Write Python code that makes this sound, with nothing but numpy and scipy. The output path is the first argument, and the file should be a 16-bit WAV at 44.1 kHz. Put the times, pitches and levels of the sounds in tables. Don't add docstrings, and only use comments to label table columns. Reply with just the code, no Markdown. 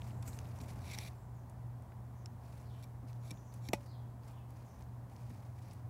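import sys
import numpy as np
from scipy import signal
from scipy.fft import rfft, irfft
from scipy.io import wavfile

SR = 44100
rng = np.random.default_rng(int(sys.argv[2]) if len(sys.argv) > 2 else 0)


def wrap_up_sound(samples):
    columns = np.atleast_2d(samples).T
    tamed = np.clip(columns, -1, 1)
    steps = np.round(tamed * 32767).astype(np.int16)
    wavfile.write(sys.argv[1], SR, steps)


N = 260013
TIME = np.arange(N) / SR


def from_db(db):
    return 10 ** (np.asarray(db) / 20)


def rms_one(x):
    return x / np.sqrt(np.mean(x ** 2) + 1e-20)


def peak_one(x):
    return x / np.abs(x).max()


def level(rows):
    return from_db(np.interp(TIME, *np.transpose(rows)))


def colour(x, spectrum):
    hz, db = np.transpose(spectrum)
    bins_hz = np.fft.rfftfreq(N, 1 / SR)
    gain = from_db(np.interp(np.log(bins_hz + 1), np.log(hz), db))
    return rms_one(irfft(rfft(x) * gain, N))


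def add(out, start_s, sound):
    at = max(int(start_s * SR), 0)
    out[at:at + len(sound)] += sound[:max(N - at, 0)]


def band(x, low_hz, high_hz):
    return signal.sosfilt(signal.butter(2, [low_hz, high_hz], "band", fs=SR, output="sos"), x)


def resonate(x, hz, width_hz):
    r = np.exp(-np.pi * width_hz / SR)
    feedback = [1, -2 * r * np.cos(2 * np.pi * hz / SR), r * r]
    return signal.lfilter(np.array([1, 0, -1]) * (1 - r * r) / 2, feedback, x + 1e-18)


def dying(t60_s, size=6000):
    return np.exp(-np.log(1000) * TIME[:size] / t60_s)


def burst(t60_s, size=6000):
    return dying(t60_s, size) * rng.standard_normal(size)


def ringing(hz, t60_s, size=6000):
    return dying(t60_s, size) * np.sin(2 * np.pi * hz * TIME[:size])


def unsteady(per_s):
    return rms_one(np.interp(TIME * per_s, np.arange(8000), rng.standard_normal(8000)))


def grains(per_s, spread_db):
    sizes = from_db(spread_db * np.minimum(rng.exponential(1, N), 4))
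    return rms_one(sizes * rng.choice([-1, 1], N) * (rng.random(N) < per_s / SR))


def crumbs(per_s, spread_db):
    edges_hz = np.r_[100, np.geomspace(1200, 16000, 8)]
    ranges = zip(edges_hz, edges_hz[1:])
    return rms_one(sum(band(grains(per_s, spread_db), low, high) for low, high in ranges))


# time_s, level_db
STREET_LOUDNESS = [(0, -50), (.85, -49), (1.15, -53), (5.9, -53.5)]
# frequency_hz, relative_db
STREET_SPECTRUM = [(22, -29), (35, -27.5), (55, -0.5), (85, 2.5), (150, -5.5), (220, -8), (330, -16),
                   (460, -20), (720, -16), (980, -17.5), (1300, -27), (1900, -32.5), (2700, -43.5),
                   (5000, -53.5)]
def streets():
    return level(STREET_LOUDNESS) * colour(rng.standard_normal(N), STREET_SPECTRUM)


# start_s, end_s, start_hz, end_hz, level_db
ENGINE_PASSES = [(-.6, 1.16, 90.3, 88.75, -53), (4.9, 6.6, 102, 92.5, -54)]
def engines():
    out = np.zeros(N)
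    for start, end, first_hz, last_hz, db in ENGINE_PASSES:
        progress = np.clip((TIME - start) / (end - start), 0, 1)
        hz = first_hz + (last_hz - first_hz) * progress
        swell = from_db(db) * np.sin(np.pi * progress)
        out += swell * np.sqrt(2) * np.sin(2 * np.pi * np.cumsum(hz) / SR)
    return out


# time_s, level_db
HUM_LOUDNESS = [(0, -46.5), (.8, -46.5), (1.15, -51), (3.6, -50), (4.25, -48), (4.85, -51.3), (5.9, -50.5)]
def mains_hum(pitch_hz=119.9, waver_db=2.43):
    gain = level(HUM_LOUDNESS) * from_db(waver_db * unsteady(per_s=8))
    return gain * np.sqrt(2) * np.sin(2 * np.pi * (pitch_hz * TIME + rng.random()))


def microphone_hiss(level_db=-75.5):
    return from_db(level_db) * rng.standard_normal(N)


# start_s, end_s, end_level_db
GLOVE_STROKES = [(-.1, 0.088, -64.5), (0.225, 0.493, -62.5), (0.544, 0.722, -62), (0.75, 1.09, -63),
                 (1.45, 1.93, -84), (2.41, 2.616, -65.5), (2.715, 2.862, -74), (3.068, 3.08, -65),
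                 (3.224, 3.31, -65.5), (3.515, 3.55, -67), (3.74, 3.856, -70), (4.218, 4.302, -66.5),
                 (4.467, 4.81, -69.5), (5.09, 5.443, -67.5), (5.545, 5.727, -66.5)]
# frequency_hz, relative_db
MULCH_SPECTRUM = [(150, 17), (300, 2), (700, 15), (1400, 0.5), (2400, 4.5), (3200, -3.5), (5000, 0),
                  (7500, -3.5), (11000, -4.5), (16000, -9)]
def glove_rustle(attack_s=0.0089, swell_db=3, settle_t60_s=0.44, clump_db=2.5):
    pressure = np.zeros(N)
    for start, end, db in GLOVE_STROKES:
        to_go = np.clip((end - TIME) / (end - start), 0, 1)
        onset = np.clip((TIME - start) / attack_s, 0, 1)
        settling = np.exp(-np.log(1000) * np.maximum(TIME - end, 0) / settle_t60_s)
        pressure = np.maximum(pressure, from_db(db - swell_db * to_go) * onset * settling)
    crunch = crumbs(per_s=1800, spread_db=3.8) * from_db(clump_db * unsteady(per_s=110))
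    return pressure * colour(crunch, MULCH_SPECTRUM)


# peak_s, level_db, t60_s
SOIL_LUMPS = [(0.279, -52, 0.14), (.335, -62, 0.19), (.615, -64, 0.15), (.70, -72, 0.24)]
# frequency_hz, relative_db
SOIL_SPECTRUM = [(900, 0.5), (2300, 1), (3500, -11), (5500, -2), (7500, 9), (10000, -2.5), (14000, 0),
                 (16000, -13)]
def soil_trickle(rise_s=0.049, dribble_db=-76, dribble_end_s=0.32):
    flow = from_db(dribble_db) * np.clip((dribble_end_s - TIME) / rise_s, 0, 1)
    for peak_s, db, t60 in SOIL_LUMPS:
        below_peak_db = 60 * np.maximum((peak_s - TIME) / rise_s, (TIME - peak_s) / t60)
        flow += from_db(db - below_peak_db)
    return flow * colour(crumbs(per_s=2500, spread_db=3.8), SOIL_SPECTRUM)


# start_s, peak_db, pitch_hz, t60_s
CHIP_SNAPS = [(.019, -41.5, 2970, 0.0059), (.107, -54, 2500, .012), (.2296, -52, 4270, 0.011),
              (0.3315, -50.5, 4240, .012), (0.3889, -39.5, 6200, .008), (.455, -50, 2370, 0.013),
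              (.588, -50, 6360, .0094), (.6132, -54, 6400, .018), (.704, -52, 5470, 0.017),
              (1.4965, -53, 9500, 0.023), (1.822, -60.5, 8450, 0.022), (1.919, -57, 1780, 0.03),
              (2.259, -39.5, 5700, 0.011), (2.8346, -51.5, 5940, 0.0067), (3.084, -56.5, 4840, 0.043),
              (3.1305, -54, 5050, .01), (3.3734, -56.5, 3300, .0074), (3.539, -49.5, 10000, .031),
              (4.234, -59, 4430, .019), (4.2826, -57, 8100, .016), (4.506, -56, 12500, .008),
              (4.823, -55.5, 5800, 0.018), (5.164, -51.5, 4830, 0.0047), (5.304, -60, 4030, 0.012),
              (5.711, -51, 4950, 0.021), (5.733, -52.5, 10100, 0.027)]
def chip_snaps(damping=0.3, crack_db=-7):
    out = np.zeros(N)
    for start, peak_db, hz, t60 in CHIP_SNAPS:
        crack = band(burst(t60), low_hz=0.17 * hz, high_hz=1.27 * hz + 800)
        tick = resonate(crack, hz, damping * hz) + from_db(crack_db) * crack
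        add(out, start, from_db(peak_db) * peak_one(tick))
    return out


# pitch_hz, width_hz, relative_db
BLADE_MODES = [(2210, 110, -24), (2344, 150, 10), (2616, 210, -1), (3680, 1050, 2), (3790, 69, -9),
               (4380, 190, -4.5), (5480, 200, 2.5), (5750, 180, -10), (6440, 200, -22), (7520, 240, -2),
               (8800, 130, -9), (10060, 300, -1.5), (10630, 99, -20), (11760, 76, -8), (12700, 110, -9)]
def blade(force, damping, grit_db=-30):
    modes = sum(from_db(db) * resonate(force, hz, width * damping) for hz, width, db in BLADE_MODES)
    return modes + from_db(grit_db) * band(force, low_hz=1600, high_hz=13100)


def rub(grit, pressure, depth):
    damping = np.interp(depth, [0, 1], [0.62, 1.3])
    tip_hz, buried_hz = 5200, 790
    low_hz = tip_hz * (buried_hz / tip_hz) ** depth
    slips = signal.sosfilt(signal.butter(1, low_hz, "high", fs=SR, output="sos"), grit[:len(pressure)])
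    force = np.pad(slips * pressure, (0, 1000))
    return blade(force, damping) / np.std(blade(slips, damping))


# start_s, end_s, level_db, build_fraction, depth_fraction
TROWEL_SLIDES = [(0.803, 0.951, -51.5, 0.77, 1), (0.96, 1.08, -55.5, 0.19, 0.8),
                 (2.655, 2.832, -76, 0.41, .05), (3.21, 3.305, -67.5, 0.5, 0),
                 (3.607, 3.678, -62.5, 0.76, 0)]
# start_s, length_s, level_db, depth_fraction
BLADE_CATCHES = [(0.225, .005, -57, 0.6), (0.603, 0.014, -60, 1), (0.682, 0.026, -62.5, 1),
                 (2.825, 0.0197, -63, 0), (3.307, 0.0067, -49, 0), (3.687, 0.0043, -46, 0.5)]
def trowel_scrapes(judder_db=2.0, swell_db=20, release_s=0.012):
    out = np.zeros(N)
    grit = crumbs(per_s=1800, spread_db=3.6) * from_db(judder_db * unsteady(per_s=220))
    for start, end, db, build, depth in TROWEL_SLIDES:
        length = end - start
        t = TIME[:int((length + release_s) * SR)]
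        swell = from_db(db - swell_db * np.clip(1 - t / (build * length), 0, 1))
        release = np.clip(1 - (t - length) / release_s, 0, 1)
        add(out, start, rub(grit[int(start * SR):], swell * release, depth))
    for start, length, db, depth in BLADE_CATCHES:
        pressure = np.full(int(length * SR) + 1, from_db(db))
        add(out, start, rub(grit[int(start * SR):], pressure, depth))
    return out


# start_s, peak_db
POT_THUDS = [(0.275, -49), (.336, -58), (0.61, -45), (0.704, -46.5), (3.03, -47), (3.309, -42.5),
             (3.687, -40.5), (4.288, -66), (5.299, -47)]
def pot_thuds(t60_s=0.092):
    out = np.zeros(N)
    for start, peak_db in POT_THUDS:
        thud = band(burst(t60_s), low_hz=160, high_hz=290)
        add(out, start, from_db(peak_db) * peak_one(thud))
    return out


# pitch_hz, t60_s, relative_db
POT_MODES = [(202, 0.044, -3), (320, 0.027, 3), (452, 0.0048, -19), (572, 0.24, -28.5), (690, 0.0092, 3.5),
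             (861, 0.05, 0), (950, 0.025, -24), (1210, 0.018, -13), (1457, 0.076, -28), (1960, 0.034, -8),
             (2085, 0.013, -9), (2505, 0.072, -11)]
# start_s, blade_db, knock_db, crunch_t60_s
TROWEL_BLOWS = [(.9868, -30, -44, 0.0085), (3.688, -49, -44, 0.014), (3.7325, -30, -17.5, 0.016),
                (3.7343, -24.5, -15.5, 0.017), (3.7385, -40.5, -41, 0.082)]
def trowel_strikes(edge_hz=5630, edge_t60_s=0.014, edge_db=-11, cushion_hz=10000):
    out = np.zeros(N)
    knock = sum(from_db(db) * ringing(hz, t60) * (-1) ** k for k, (hz, t60, db) in enumerate(POT_MODES))
    ping = from_db(edge_db) * ringing(edge_hz, edge_t60_s)
    cushion = signal.butter(1, cushion_hz, fs=SR, output="sos")
    for start, blade_db, knock_db, t60 in TROWEL_BLOWS:
        force = signal.sosfilt(cushion, burst(t60))
        clink = peak_one(blade(force, damping=1.8, grit_db=-6)) + ping
        add(out, start, from_db(blade_db) * clink + from_db(knock_db) * peak_one(knock))
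    return out


# start_s, start_hz, level_db
BIRD_NOTES = [(1.14, 8000, -79), (1.32, 7200, -80.5), (2.131, 6900, -79), (2.62, 5050, -77.5),
              (2.68, 3730, -72.5), (3.189, 6830, -75.5), (3.32, 7000, -73.5), (3.43, 7170, -72.5),
              (3.601, 7360, -73), (3.836, 5300, -70.5), (3.89, 4250, -73), (4.315, 3520, -73.5),
              (4.635, 6970, -75.5), (5.61, 5820, -76)]
def songbird(note_s=0.085, fall_hz=1193, rasp=0.072, yard_t60_s=0.49):
    out, size = np.zeros(N), int(note_s * SR)
    for start, first_hz, db in BIRD_NOTES:
        glide_hz = np.linspace(first_hz, first_hz - fall_hz, size)
        hz = glide_hz * (1 + rasp * unsteady(per_s=530)[:size])
        tone = np.sqrt(2) * np.sin(2 * np.pi * np.cumsum(hz) / SR)
        add(out, start, from_db(db) * signal.windows.tukey(size) * tone)
    echoes = burst(yard_t60_s, size=24000)
    return signal.fftconvolve(out, echoes / np.linalg.norm(echoes))[:N]


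def scene():
    background = streets() + engines() + mains_hum() + microphone_hiss()
    potting = soil_trickle() + glove_rustle() + trowel_scrapes() + trowel_strikes() + pot_thuds()
    return (background + potting + songbird() + chip_snaps())[None]


def record(dry):
    cutoff_hz = 15750
    return signal.sosfilt(signal.ellip(12, .1, 80, cutoff_hz, fs=SR, output="sos"), dry)


dry = scene()
out = record(dry)
wrap_up_sound(out)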